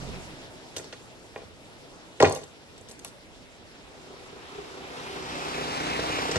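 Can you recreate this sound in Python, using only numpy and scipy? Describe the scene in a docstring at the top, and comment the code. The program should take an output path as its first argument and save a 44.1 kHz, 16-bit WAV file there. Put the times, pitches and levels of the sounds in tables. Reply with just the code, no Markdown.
"""A workbench in a shed open to a road, heard by two microphones a hand's width apart.
Far off, flickering noise bands make the street's hiss; a vehicle's rumble and engine notes fade away.
A single-cylinder motorbike draws near, its firings ringing pipe notes with a few stronger low pops, and
swings left and part way back. On the bench pliers snip wire, are dropped among other tools and picked up
again: each touch is a scatter of contacts that rings wood and steel. The shed echoes bench and exhaust."""
import sys
import numpy as np
from scipy import signal
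from scipy.fft import rfft, irfft, next_fast_len
from scipy.io import wavfile
from scipy.ndimage import map_coordinates

SR = 44100
rng = np.random.default_rng(int(sys.argv[2]) if len(sys.argv) > 2 else 0)


def digitize_waveform(pressure):
    """Quantize a signal to 16-bit integers and store it at the path in sys.argv[1].

    Rows of a 2-D input are taken as channels; values are limited to [-1, 1].
    """
    field = np.atleast_2d(pressure).T
    bounded = np.clip(field, -1, 1)
    quanta = np.round(bounded * 32767).astype(np.int16)
    wavfile.write(sys.argv[1], SR, quanta)


N = 281358

# Tools knocking on the bench and, from 5.9 to 6.3 s, stronger exhaust pops of the nearing motorbike:
# start_s, thud_db, fullest_hz, knock_db, steel_db, brightest_hz, chatter_ms
KNOCKS_AND_POPS = [(.768, -41, 440, -36.5, -34, 4900, 6.5), (.796, -44, 450, -42, -52, 6400, 6.5),
                   (.926, -58, 600, -43, -36.5, 3600, 1.3), (.9295, -46.5, 550, -40, -40.5, 4600, 2.7),
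                   (.9355, -56, 710, -38, -46, 3600, 2.7), (1.36, -42, 625, -36, -52, 3400, 1.3),
                   (1.367, -51, 520, -54, -61, 3400, 1.9), (1.376, -49, 650, -61, -47, 4340, 7.3),
                   (1.388, -51.5, 560, -53, -57, 4340, 6), (1.403, -56, 560, -52, -60, 4340, 6),
                   (1.417, -50, 450, -48, -58, 4340, 18), (1.432, -49.5, 500, -58, -60, 4340, 4.5),
                   (2.2005, -42, 500, -31, -29, 2800, 2.2), (2.2028, -22.5, 570, -16.5, -26.5, 5400, 3.2),
                   (2.2065, -21.5, 470, -27, -39, 6600, 3.4), (2.2135, -26, 650, -38, -28, 4340, 3),
                   (2.2215, -25.5, 680, -28, -35, 4340, 3.6), (2.2245, -18, 890, -18, -20, 4900, 3.4),
                   (2.2295, -15.5, 490, -26, -37, 4370, 0.56), (2.237, -22, 490, -36, -27, 4360, 1.8),
                   (2.2445, -33, 604, -16.5, -34, 4370, 3), (2.2485, -31, 550, -15.5, -36, 4000, 2.2),
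                   (2.2525, -30.5, 597, -19.5, -27.5, 4070, 4.9), (2.2605, -25.5, 620, -25, -32, 4000, 10),
                   (2.272, -32, 550, -31, -29, 4400, 4.8), (2.282, -37, 610, -31, -36, 4400, 9.2),
                   (2.309, -31, 655, -36, -33, 5000, 25), (2.336, -35.5, 600, -43, -51, 6000, 10),
                   (2.39, -47, 500, -45, -50, 6000, 15), (2.415, -47.5, 503, -52, -46, 6000, 14),
                   (3.0495, -49, 1000, -46, -62, 4500, 20), (5.99, -34.5, 450, -44, -50, 4500, 3.6),
                   (6.097, -39, 470, -50, -50, 4470, 2), (6.185, -36.5, 645, -50, -48, 4500, 2.5),
                   (6.29, -36.5, 430, -50, -48, 4500, 2), (6.357, -32.5, 535, -23, -29, 4750, 4.4),
                   (6.361, -19.5, 119, -40, -40, 4800, 2), (6.365, -32, 536, -25, -31, 4830, 2.7)]
POPS_FROM_S, POPS_TO_S = 5.9, 6.3


def amp(db):
    """Amplitude gain of a level in dB."""
    return 10 ** (np.asarray(db) / 20)


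def rms_one(x):
    """Scale to unit power."""
    return x / np.sqrt(np.mean(x ** 2) + 1e-20)


def in_time(rows):
    """Columns of a table whose first column is seconds, drawn out to one value per sample."""
    seconds, *columns = np.transpose(rows)
    return [np.interp(np.arange(N) / SR, seconds, column) for column in columns]


def at_hz(points, hz):
    """Value of a spectrum at one frequency, read along a logarithmic frequency axis."""
    points = np.array(points)
    return np.interp(np.log(hz), np.log(points[:, 0]), points[:, 1])


def drift(rate_hz):
    """Slow random wander of unit power: noise through two equal low-pass poles, one value per 40 samples."""
    pole = np.exp(-80 * np.pi * rate_hz / SR)
    noise = rng.standard_normal(N // 40 + 2002)
    slow = signal.lfilter([1], [1, -2 * pole, pole * pole], noise)[2000:]
    return np.interp(np.arange(N) / 40, np.arange(len(slow)), rms_one(slow))


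def ring(clicks, hz, t60_s):
    """A resonance: each unit click sets off a sine of height 1 that falls by 60 dB in t60_s."""
    radius, angle = amp(-60 / (t60_s * SR)), 2 * np.pi * hz / SR
    poles = [1, -2 * radius * np.cos(angle), radius * radius]
    return signal.lfilter([0, np.sin(angle)], poles, clicks + 1e-18)


def from_side(x, lead_ms):
    """The same sound at both microphones, earlier at the left one by lead_ms."""
    i = np.arange(N)
    half_lead = lead_ms * SR / 2000     # samples
    return map_coordinates(x, [[i + half_lead, i - half_lead]], order=3, mode="nearest")


def road_noise(spectrum, patchy_db, direct, lead_ms):
    """Flickering half-octave noise bands; a share comes straight from one side, the rest is scattered."""
    # How alike scattered sound is at the two microphones: hz, likeness (1 same, 0 unrelated)
    likeness = [(30, 0), (100, 0), (300, 0.5), (700, 0.39), (1500, 0.031), (13000, 0)]
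    bands = np.zeros((3, N))     # straight, scattered left, scattered right
    together = drift(1.0)
    edges_hz = 22 * 2 ** np.arange(0, 10, .5)
    white = rng.standard_normal((2, 3, N))     # neighbouring bands take different noise
    for k, (low_hz, high_hz) in enumerate(zip(edges_hz, edges_hz[1:])):
        if low_hz > spectrum[-1][0]:
            break
        band_pass = signal.butter(2, [low_hz, high_hz], "band", fs=SR, output="sos")
        straight, mid, side = signal.sosfilt(band_pass, white[k % 2])
        hz = np.sqrt(low_hz * high_hz)
        alike = np.clip(at_hz(likeness, hz), -1, 1)
        share = direct * min(1, (2500 / hz) ** .75)     # the treble is scattered more
        mid = np.sqrt((1 - share) * (1 + alike) / 2) * mid
        side = np.sqrt((1 - share) * (1 - alike) / 2) * side
        flicker_db = patchy_db * (0.35 * together + drift(10.7))
        gain = amp(at_hz(spectrum, hz) + flicker_db)
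        bands += gain * np.array([np.sqrt(share) * straight, mid + side, mid - side])
    return rms_one(from_side(bands[0], lead_ms) + bands[1:])


def pipe_notes(per_s, pipe, uneven_db, swell_db, rough, start):
    """Firings, each a pulse and a puff of gas, ring the pipe; gives its notes and the puffs' shape."""
    turn = start + np.cumsum(per_s * (1 + .004 * drift(6.0))) / SR     # counts firings
    puff = np.exp(-4 * (turn % 1))
    pulses = np.diff(np.floor(turn), prepend=0)
    gas = rough * puff * rng.standard_normal(N) * np.sqrt(8 * per_s / SR)
    fired = (pulses + gas) * amp(uneven_db * drift(32))     # no two firings are equal
    notes = []
    for k, (hz, width_hz, level_db) in enumerate(pipe):
        swell = amp(level_db + swell_db * drift(4))     # walls let each note swell and sink
        notes.append(swell * (-1) ** k * ring(fired, hz, 2.2 / width_hz))
    return notes, puff


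def shed(x):
    """Walls of the shed: ten feedback delays a side, duller on every round."""
    t60_s, wall_cut_hz = 0.31, 11000     # the cut holds for a 20 ms round; longer rounds are duller
    size = next_fast_len(N + SR)
    hz = np.arange(size // 2 + 1) * SR / size
    heard = np.zeros((2, len(hz)), complex)
    for k, lag_s in enumerate(np.geomspace(.0041, .037, 20)):
        delay = amp(-60 * lag_s / t60_s) * np.exp(-2j * np.pi * hz * lag_s)
        one_round = delay / (1 + 1j * hz * lag_s * 50 / wall_cut_hz)
        heard[k % 2] += (-1) ** (k // 2) * np.sqrt(lag_s / 0.026) * one_round / (1 - one_round)
    return irfft(rfft(x, size) * heard, size)[:, :N]


def street():
    """Far traffic wash, plus a leaving vehicle's rumble and engine, louder at the right microphone."""
    # Spectrum of the far wash: hz, relative level_db per Hz
    wash_spectrum = [(15, -56), (25, -27), (54, -23), (118, -1.5), (180, -9), (241, -2.5), (418, -3.5),
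                     (530, -4.5), (829, -7), (897, -20), (997, -12), (3530, -15), (6500, -21), (11200, -31),
                     (12400, -35), (13500, -60)]
    # Spectrum of the leaving vehicle's rumble: hz, relative level_db per Hz
    rumble_spectrum = [(25, 1), (55, 8), (140, 3), (200, 3.5), (400, -22), (800, -86)]
    # Exhaust pipe notes of the leaving vehicle: hz, width_hz, relative level_db
    leaving_pipe = [(50.4, 29, 0.5), (95, 37, 3), (142, 86, 15), (184, 45, 7.5)]
    wash_steady_db, wash_start_db, wash_settle_s = -50, -42, 0.71
    rumble_steady_db, rumble_start_db, rumble_hold_s, rumble_settle_s = -59, -44.5, 0.17, 0.052
    firings_per_s, engine_start_db, engine_fade_db_per_s = 45, -39, 41
    lead_ms = .21
    t = np.arange(N) / SR
    # the street settles after the vehicle has gone: each noise sinks from a start level to a steady one
    wash_db = wash_steady_db + (wash_start_db - wash_steady_db) * np.exp(-t / wash_settle_s)
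    rumble_sink = np.exp(-np.maximum(t - rumble_hold_s, 0) / rumble_settle_s)
    rumble_db = rumble_steady_db + (rumble_start_db - rumble_steady_db) * rumble_sink
    notes, _ = pipe_notes(np.full(N, firings_per_s), leaving_pipe,
                          uneven_db=1.0, swell_db=1.5, rough=.3, start=.97)
    engine = amp(engine_start_db - engine_fade_db_per_s * t) * rms_one(sum(notes))
    wash = amp(wash_db) * road_noise(wash_spectrum, 1.7, direct=.4, lead_ms=lead_ms)
    rumble = amp(rumble_db) * road_noise(rumble_spectrum, 2.4, direct=0.15, lead_ms=lead_ms)
    return wash + (rumble + engine) * amp([[-2.5], [2.5]])


def motorbike():
    """Firings ring the exhaust, chain and tyres roar; gives the exhaust alone and both as heard."""
    # Exhaust pipe notes: hz, width_hz, relative level_db
    exhaust_pipe = [(64, 15, -10), (125, 21, -6), (157, 22.3, -3), (249, 16, -5), (280.5, 15.3, -7.5),
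                    (311, 27, -2), (330, 53, -0.5), (374.3, 27, 4.5), (410, 30, 5), (495, 23, 4.5),
                    (700, 34, 3), (765, 34, 7.5), (787, 25, 3.5), (995, 19, -2)]
    # Spectrum of the roar of chain and tyres: hz, relative level_db per Hz
    roar_spectrum = [(15, -49), (25, -19), (54, -13), (216, -12), (297, -6.5), (407, -6), (558, -6.5),
                     (807, -3.5), (1080, -3.5), (1700, -9.5), (2500, -8.5), (3260, -11.5), (4590, -14.5),
                     (6000, -20.5), (8630, -25), (13500, -46.5)]
    # The ride; road and walls favour one exhaust note after another:
    # time_s, roar_db, left microphone's lead_ms, favoured_hz, lift_db of the favoured note
    nearing = [(3.6, -62, 0.23, 400, 3), (4.12, -51.5, 0.22, 400, 11), (4.4, -50, 0.33, 396, 4.5),
               (4.5, -46, 0.27, 410, 10.5), (4.68, -45, 0.33, 393, 10.5), (4.8, -44, 0.26, 353, 9),
               (4.97, -39.5, 0.33, 375, 2.5), (5.08, -39.5, 0.34, 402, 12), (5.2, -39.5, 0.37, 373, 10.5),
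               (5.35, -36, .38, 335, 11.5), (5.5, -33.5, 0.42, 400, 9), (5.68, -32, 0.457, 410, 0),
               (5.8, -31.5, 0.468, 297, 4), (5.97, -31, 0.47, 307, 4.5), (6.15, -30, 0.43, 305, 8.5),
               (6.28, -31, 0.41, 313, 0), (6.38, -32.5, 0.37, 330, 6.5)]
    firings_per_s = 31.1     # steady throttle
    near_db = -31     # roar when alongside
    thump_near_db, thump_follows = -43, 0.94     # low notes, and their share of the roar's swing in dB
    bark_near_db, bark_follows = -41.5, 0.74     # upper notes carry further
    favour_octaves, throb_db = 0.19, 2.5     # width of the favoured range; swell of the roar per firing
    t = np.arange(N) / SR
    roar_db, lead_ms, favoured_hz, lift_db = in_time(nearing)
    from_near_db = roar_db - near_db
    fade_in = np.clip((t - 3.2) / 0.38, 0, 1)     # it rises out of the wash
    notes, puff = pipe_notes(np.full(N, firings_per_s), exhaust_pipe,
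                             uneven_db=2.5, swell_db=1.2, rough=.36, start=.47)
    for k, (hz, _, _) in enumerate(exhaust_pipe):
        octaves_off = np.log2(hz / favoured_hz)
        notes[k] = notes[k] * amp(lift_db * np.exp(-(octaves_off / favour_octaves) ** 2))
    thump = amp(thump_near_db + thump_follows * from_near_db) * rms_one(sum(notes[:6]))
    bark = amp(bark_near_db + bark_follows * from_near_db) * rms_one(sum(notes[6:]))
    exhaust = fade_in * (thump + bark)
    direct = np.clip(.78 + .03 * from_near_db, 0, .95)     # less comes straight from afar
    noise = road_noise(roar_spectrum, 1.0, direct=direct, lead_ms=lead_ms)
    roar = fade_in * amp(roar_db + throb_db * (puff - puff.mean())) * noise
    return exhaust, from_side(exhaust, lead_ms) + roar


def ring_length(t60_s, chatter_ms, longest):
    """Samples for which a note is worked out: its ring plus the chatter that feeds it."""
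    return min(longest, int((t60_s + chatter_ms / 150) * SR))


def low_notes(contacts, first, thud_db, full_hz, knock_db, chatter_ms):
    """The wooden top's many short notes, thud below 1300 Hz and knock above; they also voice the pops."""
    # Notes of the bench top: hz, relative level_db, t60_s
    wood = [(97, -5.5, 0.2), (128, -14, 0.08), (152, -16.5, 0.3), (193, -16.5, 0.096), (226, -18, 0.08),
            (257.5, -14, 0.33), (288, -16.5, 0.09), (310, 7.5, 0.026), (342, 0.5, 0.059), (400, 9, 0.027),
            (429, 3.5, 0.04), (473, 5.5, 0.016), (503, 10.5, 0.026), (572, 8.5, 0.016), (614, -7.5, 0.08),
            (697, -3, 0.07), (796, 5, 0.052), (871, -9, 0.07), (1017, 7.5, 0.032), (1036, 6, 0.01),
            (1160, 6, 0.057), (1120, 13.5, 0.02), (1416, -7, 0.045), (1613, -18, 0.083), (1892, -5, 0.035),
            (1953, -20, 0.018), (2130, -6, 0.0076), (2204, -10, 0.036), (2437, -7.5, 0.044),
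            (2670, -11.5, 0.016), (3180, -7.5, 0.014)]
    thud_fall_db = 10     # loss one octave from the fullest note; grows with the square of the octaves
    notes_in_step = 3     # neighbouring notes that start with the same sign
    size = contacts.shape[-1]
    dull = signal.butter(2, 3200, fs=SR, output="sos")     # wood yields, so the blow is dull
    blow = signal.sosfilt(dull, .35 * contacts + first)
    sound = np.zeros((2, size))
    for k, (hz, level_db, t60_s) in enumerate(wood):
        blow_db = knock_db
        if hz < 1300:
            blow_db = thud_db - thud_fall_db * (hz > 200) * np.log2(hz / full_hz) ** 2
        if hz < 120:
            blow_db += 0.082 * (thud_db + 29)     # heavier blows bring out the lowest notes slightly more
        felt = blow if hz > 550 else blow.mean(axis=0)     # low notes reach both microphones alike
        lasts = ring_length(t60_s, chatter_ms, size)
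        sign = (-1) ** (k // notes_in_step)
        sound[:, :lasts] += amp(blow_db + level_db) * sign * ring(felt[..., :lasts], hz, t60_s)
    return sound


def high_notes(contacts, first, steel_db, bright_hz, chatter_ms):
    """Steel meets steel in separate sharp grains that ring short notes; they also edge the pops faintly."""
    # Notes of the steel jaws: hz, relative level_db, t60_s
    jaws = [(2830, 1, 0.011), (3420, 1.5, 0.0081), (3700, 3, 0.0077), (4310, -1, 0.014),
            (4850, 2.5, 0.0059), (5650, 0, 0.0085), (6360, -5.5, 0.037), (6950, -8.5, 0.029),
            (7300, 1, 0.0028), (7840, -7, 0.025), (8500, -4.5, 0.013), (9620, -3.5, 0.0047),
            (10100, -2.5, 0.0068), (11060, -2.5, 0.0076), (11600, -3, 0.0068), (13200, 0, .005)]
    size = contacts.shape[-1]
    grains = contacts * 2.5 * (rng.random(size) < .15)
    sharp = (grains + first / np.sqrt(1 + chatter_ms / 3))[:, :size // 3]
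    luck_db = 2 * rng.standard_normal(len(jaws))     # where the jaws are struck
    sound = np.zeros((2, size))
    for k, (hz, level_db, t60_s) in enumerate(jaws):
        near_db = -14.0 * np.log2(hz / bright_hz) ** 2     # notes near the brightest one ring most
        lasts = ring_length(t60_s, chatter_ms, size // 3)
        gain = amp(steel_db + level_db + near_db + luck_db[k])
        sound[:, :lasts] += gain * (-1) ** k * ring(sharp[:, :lasts], hz, t60_s)
    return sound


def bursts(rows):
    """Each row is a first impulse and a dying scatter of noise that ring the low and high notes."""
    # left microphone's lead: early sounds, then later ones further right
    early_lead_ms, late_lead_ms, late_from_s = -.05, -.11, 2
    size = SR // 4
    t = np.arange(size) / SR
    first = t == 0
    out = np.zeros((2, N + size))
    for start_s, thud_db, full_hz, knock_db, steel_db, bright_hz, chatter_ms in rows:
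        dying = np.exp(-t * 1000 / max(chatter_ms, .5))
        shared, left, right = rng.standard_normal((3, size)) * dying
        contacts = (shared + .9 * np.array([left, right])) / np.sqrt(chatter_ms * SR / 2000)
        sound = low_notes(contacts, first, thud_db, full_hz, knock_db, chatter_ms)
        sound += high_notes(contacts, first, steel_db, bright_hz, chatter_ms)
        lead_ms = early_lead_ms if start_s < late_from_s else late_lead_ms
        for side in (0, 1):
            at = round((start_s + (side - .5) * lead_ms / 1000) * SR)
            out[side, at:at + size] += sound[side]
    return out[:, :N]


def exhaust_pops():
    """Stronger exhaust pops: low thumps of the motorbike's firings as it comes near."""
    return bursts([row for row in KNOCKS_AND_POPS if POPS_FROM_S < row[0] < POPS_TO_S])


def tools():
    """Work at the wire, then at the pile of tools further right: knocks on wood and clinks of steel."""
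    # Steel clinks on steel, the bench answers dully: start_s, steel_db, brightest_hz, thud_db, chatter_ms
    clinks = [(0.764, -32.5, 3400, -51, 8.3), (0.765, -28, 6700, -69, 8.4), (0.781, -33, 6270, -47, 3.8),
              (.789, -36.5, 6360, -48, 1.4), (.842, -42.5, 5030, -51.5, 4.2),
              (2.296, -32.5, 8300, -35.5, 1.5), (2.324, -36, 7600, -42, 1.7), (2.349, -34, 7540, -47, 1.4),
              (2.362, -41, 8000, -39, 7.4), (2.358, -37, 4200, -53, 12), (2.372, -42, 7040, -45, 4.2),
              (2.434, -40, 3100, -49, 2), (2.438, -45, 6500, -58, 2), (2.778, -45, 5540, -59, 11),
              (2.811, -52, 8500, -55, 2.1), (2.886, -44, 5940, -64, 3.4), (2.892, -41, 6960, -57, 11),
              (2.901, -49, 9950, -64, 2), (2.911, -40.5, 6960, -55.5, 4.5), (2.919, -48, 8400, -56, 8),
              (2.992, -45.5, 7500, -71, 1.7), (2.996, -49, 5200, -70, 2), (3.0464, -31.5, 12500, -59, 0.65),
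              (3.0477, -38, 8250, -68, 1.5), (3.048, -35.5, 2880, -69, 2.7), (3.055, -41.5, 4700, -63, 17),
              (3.065, -51, 8300, -56, 12), (3.075, -42, 4700, -62, 15), (6.313, -24.5, 5100, -40, 6.3)]
    clink_thud_hz, clink_knock_db = 550, -12.5     # fullest bench note; upper bench notes under the steel
    touches = [row for row in KNOCKS_AND_POPS if not POPS_FROM_S < row[0] < POPS_TO_S]
    for start_s, steel_db, bright_hz, thud_db, chatter_ms in clinks:
        knock_db = steel_db + clink_knock_db
        touches.append((start_s, thud_db, clink_thud_hz, knock_db, steel_db, bright_hz, chatter_ms))
    return bursts(touches)


def scene():
    """Street, motorbike with its pops, and tools; tools, pops and exhaust also ring in the shed."""
    bursts_wet_db, exhaust_wet_db = -12.5, -6     # sent into the shed
    exhaust, bike = motorbike()
    no_deep_bass = signal.butter(3, 82, "high", fs=SR, output="sos")     # the bench is small
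    near = signal.sosfilt(no_deep_bass, exhaust_pops() + tools())
    into_shed = amp(bursts_wet_db) * near.mean(axis=0) + amp(exhaust_wet_db) * exhaust
    return street() + bike + near + shed(into_shed)


def record(dry):
    """The loudest peaks are rounded and the top is cut, 70 dB down from 14200 Hz."""
    round_at = 1.4
    rounded = round_at * np.tanh(dry / round_at)
    return signal.sosfilt(signal.cheby2(12, 70, 14200, fs=SR, output="sos"), rounded)


dry = scene()
out = record(dry)
digitize_waveform(out)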